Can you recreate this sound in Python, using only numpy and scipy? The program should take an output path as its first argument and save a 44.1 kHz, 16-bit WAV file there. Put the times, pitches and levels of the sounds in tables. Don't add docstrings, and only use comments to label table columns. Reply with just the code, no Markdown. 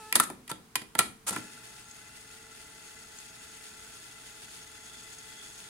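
import sys
import numpy as np
from scipy import signal
from scipy.fft import rfft, irfft
from scipy.io import wavfile
from scipy.ndimage import uniform_filter1d

SR = 44100
rng = np.random.default_rng(int(sys.argv[2]) if len(sys.argv) > 2 else 0)


def generate_wav(sig):
    pcm = np.round(np.clip(np.atleast_2d(sig).T, -1, 1) * 32767).astype(np.int16)
    wavfile.write(sys.argv[1], SR, pcm)


N = 251347
TIME = np.arange(N) / SR
REWIND_START_S = 1.29

# frequency_hz, gain_db
AIR_SPECTRUM = [(20, -13), (50, -2), (120, -5.5), (250, 0), (420, -7), (560, -11), (700, 1), (1300, 0),
                (3000, -6), (7000, -8.5), (9300, -6.5), (12000, -13.5), (16000, -14)]
WALL_SPECTRUM = [(100, -5.5), (400, 3), (800, -1), (2000, 2.5), (10500, -2.5), (12500, -7), (16000, -7)]
# pitch_hz, level_db
HUM_TONES = [(120, -72.5), (400.6, -79), (446.3, -70)]
# harmonic, level_db
CAPSTAN_PLAY_PARTIALS = [(1, -58), (2, -53), (3, -56.5), (4, -62), (5, -77), (6, -63.5), (7, -78)]
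CAPSTAN_IDLE_PARTIALS = [(1, -72.5), (2, -68), (4, -72.5), (6, -76)]
REEL_MOTOR_PARTIALS = [(2, -67), (4, -79)]
# frequency_hz, gain_db
TAPE_SPECTRUM = [(150, -10), (400, 2.5), (550, -8.5), (800, -4.5), (1120, -10.5), (1550, -1), (2950, -2.5),
                 (3600, 0), (5900, -3), (7200, -1.5), (8300, -1), (9800, 1), (11200, -8.5), (16000, -16)]
SCRAPE_SPECTRUM = [(200, -15), (450, -11), (750, -4.5), (1400, -2), (2000, -6.5), (3400, -7.5),
                   (5600, -6.5), (9400, 2), (11500, -8), (16000, -23)]
CRACK_SPECTRUM = [(400, -19), (1000, -8), (2200, -5.5), (2900, -15), (3600, -4.5), (5000, -9.5),
                  (5900, -13), (7300, -3.5), (8400, -3), (9700, 2.5), (11200, -3), (13000, -7.5),
                  (16000, -17)]
# multiple_of_centre, gain_db
THUD_SPECTRUM = [(.17, -41), (.33, -10), (.55, -4.5), (1.0, -3), (1.5, -5), (2.2, -11), (3.3, -11.5),
                 (6.5, -39)]
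# pitch_hz, width_hz, gain_db, left_minus_right_db
GEAR_MODES = [(649, 25, -11, -25.5), (1354, 94, -0.5, 2.5), (1530, 97, -2, -1), (1750, 54, -3.5, -3),
              (2019, 25.3, 3.5, 14), (2570, 35, -8, 18), (2713, 16, 1.5, 1)]
HUB_MODES = [(4180, 48, -6.5, -3), (4640, 67, -6.5, -7), (5150, 26, -6, -3), (5460, 55, -5.5, -4),
             (6495, 89, 3, 1.5), (6960, 64, -2.5, -3), (7115, 31, 0, 1), (7720, 96, -2.5, 5),
             (9400, 260, -31, 7), (9590, 380, -22.5, 32)]
TAPE_EDGE_MODES = [(3255, 100, -5, 2), (3465, 95, -1, -9), (3550, 110, -9, -7)]
CHASSIS_MODES = [(650, 50, -11, -10), (876, 100, -3.5, -4), (1003, 69, 0.5, 0), (1355, 61, 4, 1.5),
                 (1706, 66, -5.5, -4), (1767, 53, -4.5, -1), (2024, 83, -11.5, -9), (2350, 110, -11.5, 3)]
KEY_MODES = [(1930, 104, 5.5, -4), (2443, 99, 0, -5), (2810, 150, 0, 4.5), (3280, 170, 1.5, -6),
             (3770, 240, -2, -1), (4530, 140, -7.5, -14), (4890, 170, -1, 7), (7300, 210, -5.5, -9)]
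LATCH_SPRING_MODES = [(9100, 140, -12, 14), (9580, 110, 3, 13), (10250, 130, -4.5, 13)]
# peak_s, level_db
EDGE_RUBS = [(4.93, -57.5), (5.41, -58)]
# start_s, relative_level_db
HUB_KNOCKS = [(1.885, -46), (1.911, -38), (3.186, -39.5), (4.275, -48)]
# start_s, length_s, scrape_db, chassis_db
LEVER_SLIDES = [(0.1510, 0.0085, -22, -50), (0.225, 0.015, -34, -50), (0.491, 0.014, -37.5, -39),
                (0.982, 0.013, -30.5, -41), (1.2644, 0.03, -26, -48), (1.322, 0.013, -37.5, -40)]
# start_s, case_thud_db, chassis_knock_db, key_ring_db, crack_db, fade_ms
KEY_BLOWS = [(0.1252, -44.5, -39, -26, -26.5, 1.65), (0.155, -32, -29, -29.5, -15.5, 5.7),
             (0.1988, -34.5, -19.5, -40, -17.5, 4.6), (0.2997, -37.5, -44.5, -55, -44, 3.8),
             (0.4775, -68, -61, -48.5, -47.5, 4), (0.5141, -38.5, -39, -39, -37, 3.2),
             (0.7549, -43.5, -33, -27, -25.5, 4), (0.8160, -45.5, -57, -46.5, -50, 5.1),
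             (0.9511, -38.5, -34.5, -40.5, -38.5, 3), (0.9895, -31.5, -23, -24, -16.5, 5.6),
             (1.0053, -41, -28, -34.5, -43, 5.4), (1.3075, -36, -52, -50, -36, 1.8),
             (1.3621, -36.5, -33.5, -43.5, -39, 2.6)]


def undb(db):
    return 10 ** (np.asarray(db) / 20)


def unit(x):
    return x / np.sqrt(np.mean(x ** 2))


def pan(db):
    return undb(np.array([[db], [-db]]) / 2)


def drift(rate_hz):
    hold = max(int(SR / rate_hz), 2)
    steps = np.repeat(rng.standard_normal(N // hold + 1), hold)
    return unit(uniform_filter1d(uniform_filter1d(steps, hold), hold)[:N])


def wavering_sine(hz, spread, drift_hz):
    return np.sin(2 * np.pi * np.cumsum(hz * (1 + spread * drift(drift_hz))) / SR)


def noise_pair(side_db, size=N):
    mid, side = rng.standard_normal((2, size))
    return unit(np.array([mid + undb(side_db) * side, mid - undb(side_db) * side]))


def colour(x, spectrum, size=2048):
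    hz, db = np.transpose(spectrum)
    bins_hz = np.maximum(np.fft.rfftfreq(size, 1 / SR), 1)
    cepstrum = irfft(np.log(undb(np.interp(np.log(bins_hz), np.log(hz), db))))
    cepstrum[1:size // 2] *= 2
    cepstrum[size // 2 + 1:] = 0
    impulse = irfft(np.exp(rfft(cepstrum)))
    return signal.fftconvolve(x, impulse[None], axes=1)[:, :x.shape[1]]


def ring(x, modes):
    out = 0
    for k, (hz, width_hz, db, pan_db) in enumerate(modes):
        mode = signal.lfilter(*signal.iirpeak(hz, hz / width_hz, fs=SR), x)
        out += (-1) ** k * undb(db) * pan(pan_db) * mode
    return out


def excite(noise, force, modes):
    return ring(noise * (force + 1e-18), modes) / np.std(ring(noise, modes))


def room_tone():
    rumble = signal.sosfilt(signal.butter(2, 230, fs=SR, output="sos"), rng.standard_normal(N))
    air = unit(colour(noise_pair(-0.47) + 4 * rumble, AIR_SPECTRUM))
    hum = sum(undb(db + 2.3 * drift(9)) * np.sin(2 * np.pi * hz * TIME) for hz, db in HUM_TONES)
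    return undb(-58.5) * air + np.sqrt(2) * hum


def room_reverb(x, tail_t60_s=0.3, boom_t60_s=0.59):
    t = TIME[:SR]
    onset = np.clip((t - 0.004) / 0.00099, 0, 1)
    reflections = unit(noise_pair(0.95, SR) * onset * 1000 ** (-t / tail_t60_s))
    tail = undb(-10) * colour(reflections, WALL_SPECTRUM)
    low_mode = ring(noise_pair(-13, SR) * onset * 1000 ** (-t / boom_t60_s), [(214, 65, 0, 0.01)])
    boom = undb(-1) * np.sqrt(np.pi * 45 / SR) * unit(low_mode)
    return signal.fftconvolve(x, (tail + boom) / np.sqrt(SR), axes=1)[:, :N]


def housing(x, inside_db, fade_s, size=1024):
    rebounds = unit(noise_pair(0, size) * np.exp(-TIME[:size] / fade_s))
    paths = undb(inside_db) * rebounds / np.sqrt(size)
    paths[:, 0] += 1
    return signal.fftconvolve(x, paths, axes=1)[:, :N] / np.sqrt(1 + undb(inside_db) ** 2)


def motor_whine(hz, partials, wow, flutter):
    phase = 2 * np.pi * np.cumsum(hz * (1 + wow * drift(4) + flutter * drift(70))) / SR
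    return np.sqrt(2) * sum(undb(db + 1.9 * drift(25.2)) * np.sin(k * phase + rng.uniform(0, 2 * np.pi))
                            for k, db in partials)


def tape_playing(stop_s=0.12, run_down_s=0.028):
    running = np.exp(-np.maximum(TIME - stop_s, 0) / run_down_s)
    head_rub = undb(-52.5) * unit(colour(noise_pair(-1.3), TAPE_SPECTRUM))
    capstan = motor_whine(434.5, CAPSTAN_PLAY_PARTIALS, wow=0.0034, flutter=0.0095)
    return running * (capstan + head_rub)


def tape_rewinding(spin_up_s=0.059, surge_db=11, surge_fade_s=0.095, rub_half_s=0.051):
    age_s = np.maximum(TIME - REWIND_START_S, 0)
    surge = undb(surge_db * np.exp(-np.maximum(age_s - spin_up_s, 0) / surge_fade_s))
    drive = np.minimum(age_s / spin_up_s, 1) * surge
    reel = wavering_sine(hz=21.17, spread=0.0554, drift_hz=2.05)
    pulley = wavering_sine(hz=37, spread=0.024, drift_hz=3.76)
    gears = unit(ring(noise_pair(-11) * undb(3.9 * pulley + 1.05 * drift(60)), GEAR_MODES))
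    hub_chatter = noise_pair(-8.5) * undb(1.9 * reel + 1.3 * drift(20) + 2.8 * drift(400))
    hubs = unit(ring(hub_chatter, HUB_MODES))
    edge_friction = noise_pair(-1.5) * undb(4.6 * wavering_sine(hz=70, spread=0.195, drift_hz=30))
    edge = unit(ring(edge_friction, TAPE_EDGE_MODES))
    tape_friction = noise_pair(1) * undb(0.45 * reel + 1.5 * drift(29.88) + 1.6 * drift(900))
    hiss = unit(housing(colour(tape_friction, TAPE_SPECTRUM), inside_db=-8, fade_s=0.005)) * pan(1.7)
    hub_gain = undb(-61.84 + 1.676 * age_s)
    hiss_gain = undb(-52.1 + 0.5145 * age_s)
    swells = sum(undb(db) * np.exp(-((TIME - peak_s) / rub_half_s) ** 2) for peak_s, db in EDGE_RUBS)
    edge_gain = undb(-75.5 + 3.5 * age_s) + swells
    whir = undb(-58.5) * gears + hub_gain * hubs + edge_gain * edge + hiss_gain * hiss
    reel_motor = motor_whine(691, REEL_MOTOR_PARTIALS, wow=0.006, flutter=0.011) * undb(3 * pulley)
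    capstan = motor_whine(427.5, CAPSTAN_IDLE_PARTIALS, wow=0.00297, flutter=0.00885)
    return drive * (whir + reel_motor + capstan)


def hub_ticks(faint_per_s=3.3, fade_s=0.0018):
    count = int(faint_per_s * (TIME[-1] - REWIND_START_S))
    faint = [(rng.uniform(REWIND_START_S, TIME[-1]), rng.uniform(-54, -48)) for _ in range(count)]
    contact = sum(undb(db) * np.exp(-np.maximum(TIME - start_s, 0) / fade_s) * (TIME >= start_s)
                  for start_s, db in HUB_KNOCKS + faint)
    return undb(2) * excite(noise_pair(-1), contact, HUB_MODES)


def lever_slides(rise_share=0.44, fade_s=0.0075):
    grating = unit(colour(noise_pair(-1.7) * undb(2 * drift(700)), SCRAPE_SPECTRUM))
    scrape_gain = push = 0
    for start_s, length_s, scrape_db, chassis_db in LEVER_SLIDES:
        rise = np.clip((TIME - start_s) / (rise_share * length_s), 0, 1)
        friction = rise * np.exp(-np.maximum(TIME - start_s - length_s, 0) / fade_s)
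        scrape_gain += undb(scrape_db) * friction
        push += undb(chassis_db) * friction
    return grating * scrape_gain + excite(noise_pair(-11), push, CHASSIS_MODES)


def case_thud(shake, centre_hz):
    spectrum = [(multiple * centre_hz, db) for multiple, db in THUD_SPECTRUM]
    return unit(colour(noise_pair(-16, len(shake)) * shake, spectrum))


def key_blows(rise_ms=0.48, rock_delay_s=0.073, rock_fade_s=0.014, size=8192):
    out = np.zeros((2, N + size))
    t = TIME[:size]
    ms = t * 1000
    shake = 0.5 * np.exp(-t / 0.025) * (1 - np.exp(-t / 0.0045))
    rock_age_s = np.maximum(t - rock_delay_s, 0)
    rock = rock_age_s * np.exp(-rock_age_s / rock_fade_s)
    for start_s, thud_db, knock_db, key_db, crack_db, fade_ms in KEY_BLOWS:
        contact = np.minimum(ms / rise_ms, 1) * np.exp(-np.maximum(ms - rise_ms, 0) / fade_ms)
        thud = case_thud(contact + shake, centre_hz=255) + undb(-15) * case_thud(rock, centre_hz=190)
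        knock = ring(noise_pair(-13, size) * contact, CHASSIS_MODES)
        key = ring(noise_pair(0, size) * contact, KEY_MODES)
        chatter = noise_pair(-0.5, size) * contact
        chatter *= undb(3 * np.repeat(rng.standard_normal(size // 16), 16))
        crack = colour(chatter, CRACK_SPECTRUM) + ring(chatter, LATCH_SPRING_MODES)
        parts = (thud_db, thud), (knock_db, knock), (key_db, key), (crack_db, crack)
        blow = sum(undb(db) * unit(part) for db, part in parts)
        start = int(start_s * SR)
        out[:, start:start + size] += blow * np.sqrt(0.01 * SR / size)
    return out[:, :N]


def scene():
    bed = tape_playing() + tape_rewinding() + room_tone()
    clatter = key_blows() + lever_slides() + hub_ticks()
    return bed + clatter + room_reverb(clatter)


def record(dry, top_hz=15800):
    return signal.sosfilt(signal.ellip(10, 0.2, 80, top_hz, fs=SR, output="sos"), dry)


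dry = scene()
out = record(dry)
generate_wav(out)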